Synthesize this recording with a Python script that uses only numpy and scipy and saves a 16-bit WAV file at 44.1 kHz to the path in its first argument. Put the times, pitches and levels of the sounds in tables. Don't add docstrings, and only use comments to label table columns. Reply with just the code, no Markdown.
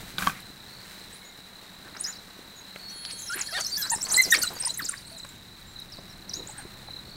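import sys
import numpy as np
from scipy import signal
from scipy.fft import rfft, irfft, next_fast_len
from scipy.io import wavfile
from scipy.ndimage import map_coordinates

SR = 44100
rng = np.random.default_rng(int(sys.argv[2]) if len(sys.argv) > 2 else 0)


def wav_record(signal):
    frames = np.transpose(np.atleast_2d(signal))
    bounded = np.clip(frames, -1, 1)
    quanta = np.round(bounded * 32767).astype(np.int16)
    wavfile.write(sys.argv[1], SR, quanta)


N = 315756
TIME = np.arange(N) / SR
TOP_HZ = 15800
ATTACK_S, RELEASE_S = 0.0043, 0.0042


def amp(db):
    return 10 ** (np.asarray(db) / 20)


def unit(x):
    return x / np.sqrt(np.mean(x ** 2) + 1e-20)


def along(points, hz):
    f, v = np.transpose(points)
    return np.interp(np.log(hz + 1), np.log(f + 1), v)


def gains(rows):
    s, *columns = np.transpose(rows)
    return [amp(np.interp(TIME, s, column)) for column in columns]


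def wobble(rate, size=N):
    knots = rng.standard_normal(int(size * rate / SR) + 4)
    return map_coordinates(knots, [np.arange(size) * rate / SR])


def filtered(x, response):
    m = next_fast_len(N + SR // 2)
    return irfft(rfft(x, m) * response(np.fft.rfftfreq(m, 1 / SR)), m)[:N]


def noise(spectrum):
    return unit(filtered(rng.standard_normal(N), lambda hz: amp(along(spectrum, hz))))


def band(centre_hz, width_hz, size):
    hz = np.fft.rfftfreq(size, 1 / SR)
    peak = 1 / (1 + (2 * (hz - centre_hz) / width_hz) ** 2)
    return unit(irfft(rfft(rng.standard_normal(size)) * peak, size))


def add(track, s, x):
    part = track[max(round(s * SR), 0):][:len(x)]
    part += x[:len(part)]


def bush(x, early_db=-12, tail_db=-15, count=24):
    # (frequency [Hz], t60 [s])
    decay_times = [(200, 0.26), (2000, 0.31), (8000, 0.36), (15000, 0.38)]
    hz, t, z = signal.stft(rng.standard_normal(SR // 2), SR, nperseg=256)
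    decay = amp(-60 * t / along(decay_times, hz)[:, None])
    tail = signal.istft(z * decay, SR, nperseg=256)[1]
    echo = amp(tail_db) * tail / np.linalg.norm(tail)
    delays = (rng.uniform(.001, .025, count) * SR).astype(int)
    echo[delays] += amp(early_db) * rng.choice([-1, 1], count) / np.sqrt(count)
    return x + signal.fftconvolve(x, echo)[:N]


def gate(t):
    ramp = np.minimum((t - t[0]) / ATTACK_S, (t[-1] - t) / RELEASE_S)
    return np.sin(np.pi / 2 * np.clip(ramp, 0, 1)) ** 2


def swoop(length, first_hz, middle_hz, last_hz, db, swell_db):
    t = np.arange(0, length, 1 / SR)
    bend = np.polyfit([0, .5, 1], np.log([first_hz, middle_hz, last_hz]), 2)
    pitch = np.exp(np.polyval(bend, t / length))
    return pitch, amp(db) * unit(gate(t) * amp(swell_db * t / length))


def warble(knots):
    s, hz, db = np.transpose(sorted(knots))
    t = np.arange(s[0] - ATTACK_S / 2, s[-1] + RELEASE_S / 2, 1 / SR)
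    place = np.interp(t, s, np.arange(len(s)))
    slope = np.diff(hz) / np.maximum(np.diff(s), 1e-4)
    inner = 2 * np.maximum(slope[:-1] * slope[1:], 0) / (slope[:-1] + slope[1:] + 1e-9)
    turn = np.r_[slope[0], inner, slope[-1]]
    i = np.minimum(place.astype(int), len(s) - 2)
    u = place - i
    bend = (turn[i] - slope[i]) * (1 - u) - (turn[i + 1] - slope[i]) * u
    pitch = hz[i] + np.diff(s)[i] * u * (slope[i] + (1 - u) * bend)
    return pitch, gate(t) * amp(np.interp(t, s, db))


def voice(pitch, gain, overtones_db, jitter, jitter_rate, shimmer_db):
    # (frequency [Hz], level [dB])
    mouth_colour = [(1000, 2), (2800, 2.5), (4300, 7), (6300, 3.5), (8300, 4.5), (10500, -7), (13000, 1.5),
                    (15500, -11)]
    pitch = pitch * (1 + jitter * wobble(jitter_rate, len(pitch)))
    phase = 2 * np.pi * np.cumsum(pitch) / SR

    def flutter():
        return amp(shimmer_db * wobble(jitter_rate, len(pitch)))

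    out = np.sin(phase) * flutter()
    for k, level in enumerate(overtones_db, 2):
        colour = amp(level + along(mouth_colour, k * pitch))
        out += colour * flutter() * np.sin(k * phase) * (k * pitch < SR / 2)
    return np.sqrt(2) * out * gain


def excitement(s):
    # (time [s], level [dB])
    arousal = [(0, -70.5), (2.9, -61.5), (3.25, -47), (3.8, -43), (4.35, -41), (4.55, -47.5), (5.2, -49.5),
               (5.5, -63.5), (7.16, -62)]
    calm_db = -58
    return np.interp(s, *np.transpose(arousal)) - calm_db


def air_stir():
    # (time [s], level [dB])
    stir_levels = [(0, -53), (.28, -48.5), (.45, -54.5), (1.5, -65), (3.9, -56), (4.2, -54.5), (5.4, -52.5),
                   (7.16, -51)]
    # (frequency [Hz], relative level per Hz [dB])
    stir_spectrum = [(12, -44), (20, 8), (49, -2.5), (118, 3), (188, -0.5), (260, -6), (350, -7),
                     (460, -17), (770, -120)]
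    return gains(stir_levels)[0] * noise(stir_spectrum)


def scuffle(grain_db=2, thud_db=-1, thud_rate=70, thud_t60=0.022, body_db=-7, body_hz=95):
    # (time [s], grass swish level [dB], trampling level [dB])
    activity = [(0, -45.5, -50.5), (.6, -53, -53), (1, -47, -52), (1.25, -54, -53), (2.1, -52, -52),
                (2.5, -53, -52.5), (3.35, -50, -53.5), (4, -51, -50), (4.3, -42, -49.5), (4.55, -47, -50),
                (4.85, -51, -55), (5.5, -54.5, -55), (6.5, -52, -51.5), (7.16, -53.5, -52.5)]
    # (frequency [Hz], relative level per Hz [dB])
    grass_spectrum = [(800, -38), (1500, 0.5), (1950, 0), (2900, -4), (4800, -4), (6500, -8), (8500, -5.5),
                      (10500, -12.5), (13500, -10), (15800, -10.5)]
    ground_spectrum = [(88, -9.5), (150, -8), (188, 4), (225, -6), (454, -10), (900, -8), (1830, -11),
                       (3150, -24), (3500, -14.5), (4550, -16.5), (7700, -120)]
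    swish, tread = gains(activity)
    stalks = unit(noise(grass_spectrum) * amp(grain_db * wobble(500) + wobble(25)))
    steps = (rng.random(N) < thud_rate / SR) * rng.uniform(0.084, 1, N)
    earth = band(327, 520, N) + amp(body_db) * band(body_hz, 60, N)
    decay = amp(-60 * np.arange(SR // 10) / SR / thud_t60)
    thuds = unit(signal.fftconvolve(steps, decay)[:N] * earth)
    weight = (tread / tread.max()) ** 2
    return swish * stalks + tread * (noise(ground_spectrum) + amp(thud_db) * weight * thuds)


def chirps(cycle, pitch_hz, sweep, jitter):
    u = cycle % 1
    pitch = pitch_hz * (1 + sweep * (.5 - u) + jitter * wobble(400, len(u)))
    return unit(np.sin(np.pi * u) ** 4 * np.sin(2 * np.pi * np.cumsum(pitch) / SR))


def crickets(stroke_rate=33.5, chorus_db=-53.0, bout_db=1.5, count=5):
    # (first chirp [s], last chirp [s], pitch [Hz], level before the swell [dB])
    near_trills = [(0.396, 0.495, 4040, -52.5), (0.667, 0.837, 4420, -52.5), (0.929, 1.045, 4110, -52.5),
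                   (1.127, 1.27, 4170, -62), (1.549, 1.719, 4220, -57), (2.101, 2.19, 4020, -51),
                   (2.654, 2.743, 4050, -50), (2.754, 2.929, 4450, -50.5), (3.151, 3.294, 4040, -51.5),
                   (5.032, 5.152, 4430, -51), (5.17, 5.236, 4020, -45.5), (5.764, 5.823, 3930, -44),
                   (6.315, 6.428, 3940, -42.5), (6.883, 6.995, 4015, -42.5), (7.035, 7.16, 4430, -51)]
    chorus_hz, glide_s = 3968, 0.033

    def singer():
        cycle = stroke_rate * rng.uniform(.92, 1.12) * TIME + wobble(2)
        song = chirps(cycle, chorus_hz * (1 + .021 * wobble(9)), sweep=.16, jitter=.024)
        return song * amp(bout_db * np.tanh(wobble(4.6)))

    out = amp(chorus_db) * unit(sum(singer() for _ in range(count)))
    for first, last, pitch_hz, db in near_trills:
        gaps = round((last - first) * stroke_rate * (pitch_hz / 4000) ** 3)
        rate = gaps / (last - first)
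        cycle = np.arange(0, gaps + 1, rate / SR)
        swell = np.sin(np.pi * (cycle / (gaps + 1)) ** 1.4) ** .3
        pitch = pitch_hz + (chorus_hz - pitch_hz) * np.exp(-cycle / rate / glide_s)
        strokes = chirps(cycle, pitch, sweep=.2, jitter=.01)
        add(out, first - .5 / rate, amp(db) * swell * strokes)
    return out


def far_twitters(pitch_hz=6900, spread=.2, bend=0.21, length=.022, overtone_db=-9, level_db=-66,
                 scatter_db=3.5, swell_db=10):
    calls_per_s, doubling_db = 10, 5
    out = np.zeros(N)
    due = np.cumsum(calls_per_s * 2 ** (excitement(TIME) / doubling_db)) / SR
    draws = rng.standard_normal((600, 8))
    for k, (late, size, loud, swell, high, *turns) in enumerate(draws[:int(due[-1])]):
        s = np.interp(k + .5 + late / 2, due, TIME)
        pitches = np.minimum(pitch_hz * np.exp(spread * high + bend * np.array(turns)), TOP_HZ)
        db = level_db + excitement(s) + scatter_db * loud
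        shape = swoop(length * np.exp(size / 4), *pitches, db, swell_db * swell)
        call = voice(*shape, [overtone_db], jitter=0.012, jitter_rate=276, shimmer_db=3.0)
        add(out, s - length / 2, call)
    return out


def snaps(cycles=22):
    # (time [s], nominal peak level [dB], centre [Hz], width [Hz])
    cracks = [(.183, -17, 3680, 1200), (1.948, -35, 1490, 2500), (2.041, -31, 12000, 6000),
              (2.76, -26.5, 1400, 2500), (3.0508, -20, 4000, 2760), (3.986, -34, 980, 500),
              (.404, -32, 11200, 2000), (4.068, -27, 1770, 4050), (4.254, -36, 480, 500),
              (4.287, -38.5, 606, 800), (4.505, -30, 800, 895), (4.353, -16, 7000, 7900),
              (4.352, -30.5, 328, 450), (4.566, -30, 1010, 1400), (5.248, -28.5, 1290, 2000),
              (5.249, -34, 7000, 9000), (5.802, -35, 10500, 5000), (5.986, -34.5, 450, 900),
              (6.885, -34.5, 845, 1200)]
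    out, t = np.zeros(N), np.arange(SR // 10) / SR
    for s, db, centre_hz, width_hz in cracks:
        t60 = cycles / centre_hz + 0.012
        add(out, s, amp(db - 6.5 - 60 * t / t60) * band(centre_hz, width_hz, len(t)))
    return out


def knocks(attack=0.00033):
    # (time [s], nominal peak level [dB], added level of the main mode [dB], of the second mode [dB])
    blows = [(0.1834, -17.5, -21, -2), (0.2224, -17.5, -18, -1), (0.2266, -22.5, -18, 6),
             (.233, -22, -8, -5), (.268, -17, -11, -8), (0.272, -11, 5.5, -3), (0.2965, -22, -6, 5),
             (0.319, -36, -1, 11)]
    # (frequency [Hz], relative level [dB], t60 [s])
    modes = [(1134, -3, 0.04), (2440, -11.5, 0.028), (188, -15, 0.093), (270, -23.5, 0.076),
             (830, -17, 0.039), (1280, -8.5, 0.018), (1550, -5, 0.043), (3200, -17, 0.033),
             (3820, -19, 0.022)]
    # (frequency [Hz], relative level per Hz [dB])
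    scrape_spectrum = [(35, -50), (60, -15), (188, -2), (406, -15), (816, -11), (1300, -2.5), (1800, -11),
                       (2740, -11), (4000, -14), (15800, -18)]
    slide_from_s, slide_to_s, slide_db, slide_t60_s = .184, 0.28, -35, 0.28
    out, t = np.zeros(N), np.arange(SR // 5) / SR
    for s, db, *leading_db in blows:
        strengths_db = rng.normal(0, 1.5, len(modes))
        strengths_db[:len(leading_db)] = leading_db
        grip = 1 + .015 * wobble(150, len(t))
        ring = np.zeros(len(t))
        for extra, (hz, level, t60) in zip(strengths_db, modes):
            ring += amp(level + extra - 60 * t / t60) * np.sin(2 * np.pi * hz * np.cumsum(grip) / SR)
        crack = amp(-11 - 60 * t / 0.01) * band(2600, 6000, len(t))
        add(out, s, amp(db) * (ring * (1 - np.exp(-t / attack)) + crack))
    fade_db = -60 * np.maximum(TIME - slide_to_s, 0) / slide_t60_s
    sliding = (TIME > slide_from_s) * amp(slide_db + fade_db)
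    return out + sliding * unit(noise(scrape_spectrum) * amp(2.1 * wobble(1100)))


def rasps(pulse_rate=105):
    # (middle [s], length at half height [s], centre [Hz], width [Hz], level [dB])
    bursts = [(0.361, .07, 1840, 1300, -46.5), (1.87, 0.052, 1460, 1000, -48.5),
              (1.963, 0.026, 1460, 1420, -43), (2.084, 0.059, 1700, 900, -44.5),
              (3.102, 0.035, 2720, 1870, -44), (3.391, 0.069, 2030, 1620, -37.5),
              (3.368, 0.029, 341, 130, -44), (3.591, 0.04, 1440, 1180, -39),
              (3.855, 0.05, 1530, 450, -38.5), (4.134, 0.12, 1170, 1200, -40.5),
              (4.157, 0.035, 344, 500, -42), (4.277, 0.033, 450, 450, -42), (4.355, 0.046, 3350, 4500, -35),
              (4.39, 0.041, 360, 500, -42), (4.385, .06, 1630, 1400, -42), (4.52, 0.028, 550, 1300, -42.5),
              (4.641, 0.02, 660, 1500, -45), (4.63, 0.12, 2560, 1800, -48.5),
              (4.709, 0.015, 500, 1000, -48), (4.83, 0.037, 237, 260, -47), (4.939, 0.012, 1780, 700, -37),
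              (6.395, 0.058, 342, 200, -44.5), (6.587, 0.074, 1590, 500, -48.5)]
    out = np.zeros(N)
    for s, length, centre_hz, width_hz, db in bursts:
        size = int(2 * length * SR)
        cycle = np.cumsum(pulse_rate * np.exp(wobble(pulse_rate, size) / 2)) / SR
        pulses = amp(-15 * (cycle % 1))
        burst = unit(band(centre_hz, width_hz, size) * pulses)
        add(out, s - length, amp(db) * np.hanning(size) * burst)
    return out


def twitters(overtone_db=-18.0, third_db=-6, hoarse_db=-16, warble_db=-3.5):
    # (time [s], length [s], first pitch [Hz], middle pitch [Hz], last pitch [Hz],
    # level [dB], swell over the length [dB])
    whistle_pieces = [(1.125, 0.08, 7360, 10160, 8880, -52, -24), (1.244, 0.06, 6640, 6920, 6700, -55, -11),
                      (1.961, 0.015, 3900, 4900, 6600, -47, 13), (1.98, 0.063, 6400, 6840, 7000, -53, -2),
                      (2.112, 0.042, 6600, 5170, 4220, -48.5, -7),
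                      (2.151, 0.027, 4020, 5080, 5900, -50, -7),
                      (2.556, 0.047, 6810, 6740, 6440, -52.5, 11),
                      (2.881, 0.031, 5270, 5630, 6160, -49.5, 11),
                      (3.057, 0.018, 5300, 4240, 3610, -41.5, 0),
                      (3.101, 0.018, 3780, 4740, 8900, -39.5, -10),
                      (3.116, 0.0216, 9100, 8360, 8560, -40.5, 10),
                      (3.167, 0.043, 7000, 6400, 8350, -44, 19), (3.216, 0.032, 8000, 6300, 7220, -42, 1),
                      (3.26, 0.038, 7330, 5570, 5520, -38.5, 1), (3.32, 0.028, 6400, 4580, 4280, -39.5, -5),
                      (3.391, 0.015, 8300, 8100, 9180, -38.5, 6),
                      (3.408, 0.021, 7850, 5950, 3940, -32.5, -10),
                      (3.457, 0.027, 5420, 4200, 5400, -37.5, 9),
                      (3.511, 0.037, 6060, 4720, 4000, -40.5, 9),
                      (3.563, 0.05, 4270, 4620, 4320, -37.5, -6),
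                      (3.637, 0.035, 7520, 5070, 6350, -34.5, 16),
                      (3.663, 0.039, 5580, 6440, 4640, -39.5, -16),
                      (3.788, 0.019, 9700, 7800, 6170, -41, -4),
                      (3.777, 0.045, 12600, 13400, 11900, -33.5, 5),
                      (3.807, 0.03, 8700, 5680, 4900, -35, 6), (3.818, 0.066, 4370, 4036, 5800, -33, -13),
                      (4.004, 0.02, 7700, 5330, 6990, -35.5, 16), (4.026, 0.02, 6800, 8140, 6300, -28, -7),
                      (4.048, 0.018, 4550, 4380, 5640, -36, -4), (4.084, 0.028, 8600, 5440, 3740, -36, -3),
                      (4.308, 0.018, 5580, 8670, 14910, -29, -20),
                      (4.355, 0.022, 4300, 5300, 6460, -32, -4),
                      (4.385, 0.035, 6430, 10250, 6840, -36.5, -11),
                      (4.415, 0.021, 5400, 4360, 6000, -27, 3),
                      (4.417, 0.022, 7330, 6140, 10500, -28.5, 13),
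                      (4.418, .018, 15200, 12400, 15300, -32.5, 2),
                      (4.447, 0.028, 8230, 8200, 5750, -40, -3),
                      (4.532, 0.017, 12700, 11700, 11100, -45.5, 3),
                      (4.557, 0.027, 4900, 4570, 4680, -44.5, -2), (4.618, 0.011, 5540, 5260, 6800, -38, 2),
                      (4.584, 0.014, 4300, 5800, 10000, -43, -2), (4.597, 0.021, 9900, 8360, 9700, -30, 12),
                      (4.632, 0.01, 5240, 5000, 5200, -36.5, 0),
                      (4.646, 0.012, 5100, 5120, 6100, -31.5, -6),
                      (4.647, 0.033, 7260, 9080, 8550, -29.5, 6),
                      (4.676, 0.013, 8640, 4950, 4000, -35.5, -9),
                      (4.686, 0.0248, 4070, 3920, 4240, -33.5, 12),
                      (4.703, 0.018, 6800, 7800, 12090, -42, -7), (4.738, 0.02, 8400, 6270, 7700, -39, -14),
                      (4.772, 0.043, 6770, 14300, 12500, -36, -27),
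                      (4.816, 0.021, 6450, 4350, 4740, -38, 8.5),
                      (4.915, 0.012, 8100, 7240, 8500, -42.5, 0), (4.97, 0.018, 4820, 4700, 7800, -46, -5),
                      (5.048, 0.11, 7480, 8900, 8000, -59, -4), (5.18, 0.016, 8670, 7640, 5810, -49, -8),
                      (5.205, 0.05, 8300, 7900, 8540, -57, 3), (5.668, 0.059, 7100, 7500, 6900, -59.5, -1),
                      (5.285, .016, 8100, 7400, 6700, -52.5, 2), (5.785, .024, 6650, 5700, 4800, -56, 3),
                      (6.088, .032, 5300, 5650, 4850, -56, 2.5), (5.92, 0.033, 5770, 4770, 4400, -43.5, -8),
                      (5.968, 0.05, 3840, 5180, 7000, -52, -26),
                      (6.292, 0.015, 6330, 5240, 4130, -39.5, -4.5),
                      (6.333, 0.012, 3760, 5400, 6350, -31, -7), (6.342, 0.054, 6060, 6920, 6700, -44, -13),
                      (6.469, 0.04, 6110, 8250, 6400, -47, -3), (6.507, 0.022, 6000, 7740, 8290, -46, 0.5),
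                      (6.577, 0.057, 8340, 8670, 8100, -46.5, -21)]
    # (time [s], pitch [Hz], level before warble_db [dB])
    whistle_curves = [
        [(1.997, 7590, -44), (2.009, 8840, -24.5), (2.027, 10400, -53), (2.038, 7300, -33), (2.045, 5030, -26),
         (2.06, 5430, -30), (2.078, 6750, -31.5), (2.112, 7030, -36)],
        [(3.298, 10200, -40), (3.322, 6160, -44), (3.344, 9000, -34), (3.365, 12100, -35.5), (3.378, 8900, -43),
         (3.4, 4300, -35)],
        [(3.601, 13000, -41), (3.61, 7000, -26), (3.622, 4550, -34), (3.7, 4200, -44), (3.73, 4700, -28.5),
         (3.755, 4400, -31), (3.772, 5650, -23), (3.785, 7500, -36)],
        [(3.897, 4500, -27), (3.906, 7500, -20.5), (3.913, 6280, -27), (3.921, 9520, -21.5),
         (3.944, 8600, -25.5), (3.956, 6860, -27)],
        [(4.102, 6370, -31), (4.113, 5950, -26.5), (4.13, 7530, -26.5), (4.147, 3990, -24), (4.175, 5400, -33)],
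        [(4.114, 6950, -30), (4.125, 8300, -21), (4.14, 10100, -25), (4.153, 8250, -24), (4.163, 7100, -23),
         (4.171, 7980, -10), (4.175, 8900, -28)],
        [(4.177, 12300, -21), (4.187, 14000, -33), (4.203, 14500, -47), (4.216, 13500, -27),
         (4.224, 8200, -17.5), (4.231, 6230, -29), (4.24, 5670, -21.5), (4.253, 4940, -24.5), (4.27, 4070, -40),
         (4.3, 4100, -44)],
        [(4.296, 7520, -48.5), (4.307, 5810, -23), (4.315, 6320, -21), (4.321, 8320, -15), (4.325, 13540, -24),
         (4.333, 12560, -30), (4.345, 7200, -24)],
        [(4.437, 4400, -29), (4.462, 4030, -40), (4.477, 4000, -24), (4.487, 4400, -40), (4.494, 5500, -26)],
        [(4.84, 4570, -36), (4.852, 7700, -27), (4.862, 5090, -29.5), (4.876, 4120, -41), (4.887, 6240, -31),
         (4.896, 9070, -21), (4.905, 6880, -53), (4.915, 4400, -37)],
    ]
    pressed = 0.3
    faint_db = -38
    near, deep = np.zeros((2, N))
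    pieces = [(s, 0, swoop(*shape)) for s, *shape in whistle_pieces]
    pieces += [(knots[0][0] - ATTACK_S / 2, warble_db, warble(knots)) for knots in whistle_curves]
    for s, db, (pitch, gain) in pieces:
        second_db = overtone_db + pressed * excitement(s)
        overtones_db = [second_db, second_db + third_db]
        whistle = voice(pitch, gain, overtones_db, jitter=.0095, jitter_rate=300, shimmer_db=2.8)
        whistle = amp(db) * whistle
        depth = 1 / (1 + gain.max() / amp(faint_db))
        add(near, s, (1 - depth) * whistle)
        add(deep, s, depth * whistle)
    return np.array([near, deep]) * (1 + amp(hoarse_db) * wobble(2500))


def squeals(fall_db=-11, whine_db=-2, whine_fall_db=-1.8):
    # (time [s], length [s], first pitch [Hz], middle pitch [Hz], last pitch [Hz],
    # level [dB], swell over the length [dB], overtone level [dB])
    clean_voices = [(1.217, 0.13, 2224, 2120, 2130, -59, -8, -22),
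                    (3.295, 0.053, 1425, 1440, 1780, -33.5, 5, -22),
                    (3.485, 0.038, 1820, 1650, 1480, -43.5, -15, -25),
                    (3.547, 0.046, 1798, 1827, 1430, -34, -1, -8),
                    (3.773, 0.048, 1703, 1690, 1583, -40, -2, -12),
                    (3.914, 0.03, 820, 942, 810, -31.5, 7, -7),
                    (4.174, 0.038, 1972, 2053, 2035, -16.5, 9.5, -14),
                    (4.321, 0.03, 1780, 1850, 1405, -19.5, -17, -12),
                    (4.322, 0.031, 1930, 1428, 1110, -28, -16, -25),
                    (4.339, 0.015, 3060, 2380, 1960, -23, 12, -7.5),
                    (4.433, 0.026, 1366, 1416, 1030, -32.5, -23, -12),
                    (4.667, 0.0137, 1060, 980, 864, -39, 3.5, -7.5),
                    (4.791, 0.025, 2160, 1550, 1040, -34, -9, -17),
                    (4.888, 0.014, 1580, 1420, 1240, -40, -15, -15),
                    (4.922, 0.019, 1145, 1120, 1050, -45.5, 0.5, -13),
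                    (5.112, 0.065, 643, 668, 636, -55, -2, -25),
                    (6.49, 0.013, 950, 850, 785, -45.5, 5, -18),
                    (6.585, 0.021, 856, 817, 760, -48.5, 4, -6)]
    reedy_whine = [(3.524, .073, 622, 755, 831, -45, -2), (3.575, .04, 556, 610, 746, -45, 0)]
    out = np.zeros(N)
    for s, *shape, overtone_db in clean_voices:
        overtones_db = overtone_db + fall_db * np.arange(4)
        add(out, s, voice(*swoop(*shape), overtones_db, jitter=.005, jitter_rate=300, shimmer_db=1.2))
    for s, *shape in reedy_whine:
        overtones_db = whine_db + whine_fall_db * np.arange(11)
        add(out, s, voice(*swoop(*shape), overtones_db, jitter=0.0096, jitter_rate=290, shimmer_db=2.0))
    return out


def two_voiced(whistle, squeal, depth_db=-5, knee_db=-42):
    vibration = squeal / (np.abs(signal.hilbert(squeal)) + amp(knee_db))
    return whistle * (1 + amp(depth_db) * vibration)


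def insect_tones():
    # (frequency [Hz], middle of fade-in [s], middle of fade-out [s], level [dB])
    steady_lines = [(4350, 2.812, 3.197, -44), (4220, 3.3, 3.6, -50), (10300, 2.937, 3.6, -48),
                    (3250, 2.92, 3.55, -57)]
    fade_s = 0.094
    out = np.zeros(N)
    for hz, start, end, db in steady_lines:
        swell = np.clip(np.minimum(TIME - start, end - TIME) / fade_s + .5, 0, 1)
        phase = 2 * np.pi * hz * TIME + 0.13 * wobble(40)
        out += np.sqrt(2) * amp(db) * swell * np.sin(phase)
    return out


def scene():
    low = squeals()
    near, deep = twitters()
    pack = bush(two_voiced(near, low) + low + rasps()) + snaps()
    far = two_voiced(deep, low) + far_twitters()
    far = bush(far, early_db=-12.5, tail_db=-6.5)
    insects = bush(crickets()) + insect_tones()
    return (pack + far + scuffle() + insects + knocks() + air_stir())[None]


def record(dry):
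    return filtered(dry[0], lambda hz: hz < TOP_HZ)[None]


dry = scene()
out = record(dry)
wav_record(out)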